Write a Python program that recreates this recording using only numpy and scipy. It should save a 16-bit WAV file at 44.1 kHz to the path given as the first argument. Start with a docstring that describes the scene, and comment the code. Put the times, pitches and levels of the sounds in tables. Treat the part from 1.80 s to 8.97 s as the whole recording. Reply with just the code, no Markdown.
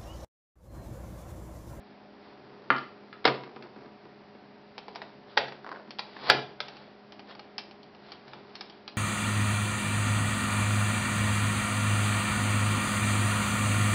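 """A folding camera is unlatched and opened: leather bellows creak by stick-slip, steel struts scrape out
and lock with a snap that rings the body. Small clicks follow as the front is pushed back in.
Before that, its hollow plastic cover taps a wooden table, drops flat and bounces. Hands brush and bump;
a faint fan hums in the small room. The microphone is dull above 5 kHz and overloads on the hardest peak."""
import sys
import numpy as np
from scipy import signal
from scipy.fft import rfft
from scipy.io import wavfile

SR = 44100
rng = np.random.default_rng(int(sys.argv[2]) if len(sys.argv) > 2 else 0)


def master(y):
    """Save y as 16-bit WAV."""
    cut = np.clip(np.atleast_2d(y).T, -1, 1)
    pcm = np.round(cut * 32767)  # scale
    wavfile.write(sys.argv[1], SR, pcm.astype(np.int16))


N = 316197

# edges of the thud, knock, clack and snap bands: f/Hz
BAND_EDGES_HZ = [150, 500, 1100, 2500, 6000]


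def amp(db):
    """Decibels to gain."""
    return 10 ** (np.asarray(db) / 20)


def unit(x):
    """Scale to energy 1."""
    return x / np.sqrt(np.sum(x ** 2) + 1e-20)


def read(points, hz):
    """Interpolate on a log-frequency axis."""
    f, value = np.transpose(points)
    return np.interp(np.log(hz + 1), np.log(f + 1), value)


def add(mix, s, sound):
    """Mix a sound in at time s."""
    part = mix[max(round(s * SR), 0):][:len(sound)]
    part += sound[:len(part)]


def colour(x, points, size=4096):
    """Minimum-phase filter through (f/Hz, gain/dB); attacks stay sharp."""
    log_gain = np.log(amp(read(points, abs(np.fft.fftfreq(size, 1 / SR)))))
    taps = np.fft.ifft(np.exp(signal.hilbert(log_gain).conj())).real[:size // 2]
    return signal.oaconvolve(x, taps)[:len(x)]


def drift(rate_hz):
    """Slow random wander."""
    knots = rng.standard_normal(1000)
    return np.interp(np.arange(N) / SR * rate_hz, np.arange(len(knots)), knots)


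def room_tail(build_s=0.002, size=256):
    """Dense reflections: fast build-up, each band with its own decay."""
    # reverberant against direct sound: f/Hz, level/dB
    wet = [(100, -16.5), (175, 3), (240, 7), (380, 4.5), (700, -0.5), (1400, -7.5), (2800, -3), (5000, -8)]
    # room decay: f/Hz, t60/s
    decay = [(100, 0.35), (350, 0.36), (800, 0.4), (1500, 0.33), (3000, 0.36), (5500, 0.38)]
    hz, t, noise = signal.stft(rng.standard_normal(SR // 2), SR, nperseg=size)
    rate = np.log(1000) / read(decay, hz)[:, None]
    gain = np.sqrt(2 * rate / SR) * amp(read(wet, hz))[:, None]
    tail = signal.istft(noise * np.exp(-rate * t) * gain, SR, nperseg=size)[1]
    return tail * (1 - np.exp(-(np.arange(len(tail)) / SR / build_s) ** 2))


def strokes(rows):
    """Rubbing pressure: one bell-shaped swell per stroke."""
    t = np.arange(N) / SR
    return np.sqrt(sum((amp(db) * np.exp(-(2 * (t - s) / length) ** 2)) ** 2 for s, db, length in rows))


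def rub(pressure, spectrum, per_s, spread_db, room_db):
    """Friction: many tiny uneven catches, scaled by pressure."""
    catches = (rng.random(N) < per_s / SR) * rng.standard_normal(N)
    catches *= amp(spread_db * np.minimum(rng.exponential(1, N), 4))
    direct = np.sqrt(N) * unit(colour(catches, spectrum)) * pressure
    return direct + amp(room_db) * signal.fftconvolve(direct, room_tail())[:N]


def contacts(rows, shares_db, lift_db=0, lift_octaves=0.5, pivot_hz=1100):
    """Hardness tilts the four band shares upward; a struck spot lifts those near its pitch."""
    centres_hz = np.sqrt(np.multiply(BAND_EDGES_HZ[:-1], BAND_EDGES_HZ[1:]))
    octaves = np.log2(centres_hz / pivot_hz)
    out = []
    for s, db, hardness, *spot_hz in rows:
        lift = sum(lift_db * np.exp(-(np.log2(centres_hz / hz) / lift_octaves) ** 2) for hz in spot_hz)
        out.append((s, db, *(np.array(shares_db) + hardness * octaves + lift), *spot_hz))
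    return out


def rebounds(rows, after_s, gain_db):
    """Loose parts strike again, later and weaker."""
    delays = after_s * (.5 + rng.random(len(rows)))
    return [(s + delay, db + gain_db, *rest) for (s, db, *rest), delay in zip(rows, delays)]


def blows(rows, modes, dense_db, dense_t60_s, room_db, sub_db, spot_db=0, spot_t60_s=.03, scatter=1):
    """Each contact rings the main modes, any struck spot and a dense mass of small modes."""
    size = 8192
    t, hz, out = np.arange(size) / SR, np.fft.rfftfreq(size, 1 / SR), np.zeros(N)
    dying = lambda t60: np.exp(-np.log(1000) * t / t60)
    shapes = np.array([amp(db) * dying(t60) * np.exp(2j * np.pi * f * t) for f, db, t60 in modes])
    bands = list(zip(BAND_EDGES_HZ, BAND_EDGES_HZ[1:]))
    centres_hz = [np.sqrt(lo * hi) for lo, hi in bands]
    for s, db, thud, knock, clack, snap, *spot_hz in rows:
        # scatter 1: many parts, modes start out of step; 0: plain shell, in step
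        phases = np.exp(2j * np.pi * scatter * rng.random(len(modes)))
        ring = unit((phases[:, None] * shapes).sum(0).imag)
        spot = sum(unit(dying(spot_t60_s) * np.sin(2 * np.pi * f * t)) for f in spot_hz)
        dense = unit(rng.standard_normal(size) * dying(dense_t60_s))
        hit = ring + amp(spot_db) * spot + amp(dense_db) * dense
        band_db = db + np.array([thud, knock, clack, snap])
        for _ in range(2):  # set band levels, as energy spread over 2 ms
            power = abs(rfft(hit)) ** 2 / size / (SR * .002)
            own_db = [10 * np.log10(power[(hz >= lo) & (hz < hi)].sum()) for lo, hi in bands]
            hit = colour(hit, list(zip(centres_hz, band_db - own_db)))
        # small things radiate little bass
        hit = colour(hit, [(25, sub_db - 10.5), (110, sub_db), (170, -11.0), (230, -0.5)])
        add(out, s, hit)
        add(out, s, amp(room_db) * signal.fftconvolve(hit, room_tail()))
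    return out


def fan(air_db=-53.5, waver=0.0031):
    """Small fan: steady air noise and slightly wavering tones."""
    # air noise: f/Hz, level/dB
    spectrum = [(20, -14), (60, -14.5), (100, -11.5), (135, -8), (165, -7.5), (215, -2.5), (330, -4),
                (500, -9), (740, -6), (1200, -13.5), (2000, -15.5), (3200, -22), (4700, -22), (6000, -22)]
    # hum: f/Hz, rms level/dB
    tones = [(204.6, -60.5), (409.1, -61), (586.8, -67), (613.7, -71.5), (732.1, -68.5), (1330, -95)]
    air = amp(air_db) * np.sqrt(N) * unit(colour(rng.standard_normal(N), spectrum))
    clock_s = np.cumsum(1 + waver * drift(12)) / SR
    hum = sum(amp(db + drift(11)) * np.sin(2 * np.pi * (hz * clock_s + rng.random())) for hz, db in tones)
    return air + np.sqrt(2) * hum


def metal_slide(pull_s=4.25, lock_s=4.499, pull_db=-25.5, surge_s=0.023, steepness=1.48):
    """Metal on metal: light strokes, and struts scraping ever harder until they lock."""
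    # strokes: mid t/s, level/dB, length/s
    slides = [(.48, -59.5, .13), (3.2, -57.5, 0.32), (3.52, -54.5, 0.089), (3.93, -61, 0.25),
              (4.95, -54, .27), (5.505, -47.5, 0.057), (6.3, -53, 0.16), (6.53, -56.5, 0.18),
              (6.82, -57, 0.36)]
    # sliding metal: f/Hz, level/dB
    spectrum = [(100, -15), (400, -5), (900, 0), (1500, -3.5), (2500, -8.5), (3500, -6.5), (4700, -6.5),
                (6000, -14.5)]
    left_s = lock_s - np.arange(N) / SR
    pulling = (left_s > 0) & (left_s < lock_s - pull_s)
    pull = amp(pull_db) * (1 + abs(left_s) / surge_s) ** -steepness * pulling
    return rub(strokes(slides) + pull, spectrum, per_s=6700, spread_db=1.5, room_db=0)


def hand_brush(grip_s=2.15, grip_db=-62):
    """Hands and leather rub body and table, loudest as the bellows pull taut."""
    # strokes: mid t/s, level/dB, length/s
    brushes = [(.85, -55.5, 1), (1.62, -50.5, 0.39), (1.85, -49.5, 0.086), (2.02, -52, 0.18),
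               (3.72, -54, 0.25), (4.46, -49.5, 0.15), (4.565, -32.5, 0.077), (4.68, -51, 0.12),
               (6.58, -56, 0.3)]
    # skin and leather: f/Hz, level/dB
    spectrum = [(40, -32), (100, -8), (138, 10.5), (175, -10.5), (260, 0.5), (400, 9), (550, -5.5),
                (850, -0.5), (1500, -6.5), (3000, -20.5), (6000, -16.5)]
    grip = amp(grip_db) * (np.arange(N) / SR > grip_s)  # constant rustle once held
    return rub(np.hypot(strokes(brushes), grip), spectrum, per_s=1500, spread_db=2.5, room_db=-5.5)


def cover_taps(echo_s=.00292):
    """The rim of the hollow plastic cover taps and grazes the table."""
    # rim contacts: t/s, level/dB, hardness/(dB/octave)
    hits = [(.9033, -6, -0.5), (.964, -35.5, 9), (.982, -44, 14), (1.3285, -39, 6.5)]
    # shell modes: f/Hz, level/dB, t60/s
    modes = [(264, -22, .1), (390, -22, .08), (964, -13, .04), (1200, -7, .09), (1280, -9, .13),
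             (1385, 0, .04), (1680, -5, .03), (1830, -9, .02), (2020, -9, .03), (2350, -15, .02),
             (2950, -20, .015), (3900, -20, .01), (4860, -25, .012)]
    taps = contacts(hits, shares_db=(-23, -17, -3, -24))
    shell = blows(taps, modes, dense_db=-9, dense_t60_s=.035, room_db=3.5, sub_db=-28, scatter=0)
    add(shell, echo_s, amp(-23) * shell)  # echo off the nearest surface
    shell = colour(shell, [(1400, -1), (2000, -3), (2800, 1), (4500, 5.5), (5600, -4.0)])  # soft plastic
    return shell + room_boom(taps, gain_db=-14.5, swell_s=0.03)


def room_boom(rows, gain_db, swell_s, mode_hz=136):
    """Each thud starts a low standing wave that swells and hangs on."""
    t, out = np.arange(SR) / SR, np.zeros(N)
    wave = t / swell_s * np.exp(1 - t / swell_s) * np.sin(2 * np.pi * mode_hz * t)
    for s, db, thud, *_ in rows:
        add(out, s, amp(gain_db + db + thud) * wave)
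    return out


def table_knocks():
    """The wooden table rings as the cover drops, bounces and settles, and as the arm bumps it."""
    # cover landings: t/s, level/dB, hardness/(dB/octave)
    landings = [(1.444, -27, 1), (1.4523, -6, -0.5), (1.4543, -5.5, 1.5), (1.4695, -16.5, -2.5),
                (1.4765, -10, 0.6), (1.636, -34, 0.5), (1.762, -31, -3), (1.824, -39, 3.5)]
    # soft arm and hand bumps: t/s, level/dB
    bumps = [(1.665, -40), (1.86, -43), (1.962, -40.5), (2.058, -41), (2.254, -41.5), (2.551, -43),
             (4.076, -40.5)]
    # table modes: f/Hz, level/dB, t60/s
    modes = [(212.5, -8.5, 0.071), (304, -26, 0.11), (429, -5, 0.045), (447, -2, 0.037), (590, -18, 0.02),
             (755, -3, 0.039), (974, -5, 0.13), (1217, -1.5, 0.063), (1480, -11.5, 0.053), (2160, 2, 0.041),
             (2100, -18, 0.011), (2665, 4.5, 0.017), (2960, -4, 0.034), (3350, 9, 0.011),
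             (3800, 8.5, 0.013), (4350, 8, 0.012), (5250, 12, 0.009)]
    knocks = contacts(landings, shares_db=(-14.5, -12, -9.5, -14.5))
    knocks += contacts([(s, db, 0) for s, db in bumps], shares_db=(-2.5, -11, -11.5, -22))
    wood = blows(knocks, modes, dense_db=3.5, dense_t60_s=0.086, room_db=-3.5, sub_db=-13)
    return wood + room_boom(knocks, gain_db=-21, swell_s=0.033)


def strut_clicks():
    """Steel struts and pivots click lightly and rebound."""
    # clicks: t/s, level/dB, hardness/(dB/octave), spot f/Hz
    hits = [(2.98, -29.5, 0.3, 904), (3.151, -39, 1, 5260), (3.158, -27.5, -1.5, 900),
            (4.107, -35, 3.3, 4360), (4.883, -33.5, 1.5, 2600), (4.968, -38.5, -0.5, 2660),
            (5.322, -38.5, 1.5, 3200), (5.394, -35, -1.5, 3120), (5.551, -37, -2, 4650),
            (5.594, -33, -1, 4270), (5.781, -29, 5.5, 5270), (5.784, -34, 0, 4100), (5.791, -42, 6.5, 2360),
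            (5.911, -42.5, 1.5, 2940), (6.031, -49.5, 4.5, 4370), (6.149, -45.5, 0.5, 2800),
            (6.319, -35.5, 3.1, 4520), (6.48, -39, -1.5, 1670), (6.754, -36, 4.5, 4360),
            (6.809, -31.5, 4, 5200), (6.898, -44, 4.5, 3170), (7.078, -33.5, 4, 4200)]
    # strut modes: f/Hz, level/dB, t60/s
    modes = [(802, -3, .03), (1230, -7, .03), (1720, -6, .02), (2340, -1, .018), (2960, -3, .015),
             (3240, -6, .012), (3850, -6, .012), (4400, -1, .014), (4760, -1, .016), (5250, 3, .012),
             (5650, 5, .008)]
    clicks = contacts(hits, shares_db=(-20.5, -11, -12.5, -9))
    clicks += rebounds(clicks, after_s=.005, gain_db=-10.5)
    steel = blows(clicks, modes, dense_db=5.5, dense_t60_s=0.061, room_db=-2, sub_db=-14,
                  spot_db=-3.5, spot_t60_s=0.015)
    return colour(steel, [(300, -1.8), (700, 0.9)])  # thin steel: weak lows


def latch_snaps():
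    """The camera body rings as the latch lets go, the struts lock and it shifts in the hand."""
    # snaps: t/s, level/dB, hardness/(dB/octave), spot f/Hz
    hits = [(3.082, -29, -2.5, 1020), (3.218, -26, -1.5, 1900), (3.2235, -39, -3.5, 677),
            (3.5707, -16, -1.5, 660), (3.575, -6, 1.2, 1895), (3.6825, -29.5, 0.5, 1780),
            (3.7215, -30, -1, 1880), (4.1865, -29, 1, 3400), (4.1923, -19.5, 3, 1026),
            (4.4995, -1.5, 2.5, 1584), (4.502, -9, -2.5, 430), (4.8035, -19.5, 3.5, 1286),
            (6.534, -30, -0.5, 1330)]
    # body modes: f/Hz, level/dB, t60/s
    modes = [(420, -5, .08), (620, -6, .035), (700, -7, .035), (855, 1, .045), (995, -4, .035),
             (1340, -3, .025), (1570, 0, .025), (1690, -3, .02), (1940, -4, .02), (2100, -6, .015),
             (2360, -3, .02), (2680, -7, .015), (3340, -5, .012), (3900, 0, .012), (4200, -4, .012),
             (4670, -2, .012), (5000, 2, .012)]
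    snaps = contacts(hits, shares_db=(-23.5, -13.5, -16.5, -14), lift_db=7)
    rattle = rebounds(snaps, after_s=0.007, gain_db=-18)
    body = blows(snaps + rattle, modes, dense_db=6.5, dense_t60_s=0.05, room_db=-1.5, sub_db=-6.5,
                 spot_db=-2.5, spot_t60_s=0.017)
    return body + room_boom(snaps, gain_db=-17, swell_s=0.05)


def bellows_creak(from_s=3.873, to_s=3.99, jitter_s=0.0038, lesser_db=-36.5, fade_db_per_s=60,
                  slip_hz=1400, spread_octaves=0.28):
    """Folds stick and slip as they part: strong slips plus a fading run, each at its own pitch."""
    # strong slips: t/s, level/dB
    strong = [(3.845, -35.5), (3.865, -33), (3.891, -32.5), (3.9161, -30), (3.926, -35.5), (3.9599, -38),
              (4.366, -37)]
    # fold modes: f/Hz, level/dB, t60/s
    modes = [(680, -2.5, 0.009), (1080, 4.5, 0.013), (1465, -7.5, 0.004), (1736, -1.5, 0.0042),
             (4180, -23, 0.0014)]
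    times_s = np.linspace(from_s, to_s, 7) + jitter_s * rng.standard_normal(7)
    lesser = [(s, lesser_db - fade_db_per_s * (s - from_s)) for s in times_s]
    shares_db = (-21, -5.5, -6, -16.5)
    slips = [(s, db, *shares_db, slip_hz * 2 ** (spread_octaves * rng.standard_normal()))
             for s, db in strong + lesser]
    creak = blows(slips, modes, dense_db=-3, dense_t60_s=.012, room_db=0.5, sub_db=-28.5,
                  spot_db=4, spot_t60_s=0.015)
    # soft leather dulls each slip
    return colour(creak, [(600, 2.5), (1000, -3.5), (1900, 1.5), (2700, -4.0), (5000, -1.5)])


def scene():
    """Cover, camera and hands in the humming room."""
    cover = cover_taps() + table_knocks()
    camera = latch_snaps() + strut_clicks() + bellows_creak() + metal_slide()
    return (cover + camera + hand_brush() + fan())[None]


def record(dry):
    """Dull microphone, peak overload, band limit."""
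    # microphone response: f/Hz, gain/dB
    response = [(20, -12), (100, 0.5), (4900, -0.5), (5350, -6.5), (5800, -14.5), (6150, -31),
                (6600, -53.5), (8000, -54.5), (16000, -108.5)]
    ceiling, edge_hz = .7, 16500
    clipped = np.clip(colour(dry[0], response), -ceiling, ceiling)
    lowpass = signal.firwin(511, edge_hz, window=("kaiser", 9), fs=SR)
    return signal.oaconvolve(clipped, lowpass, "same")[None]


dry = scene()
out = record(dry)
master(out)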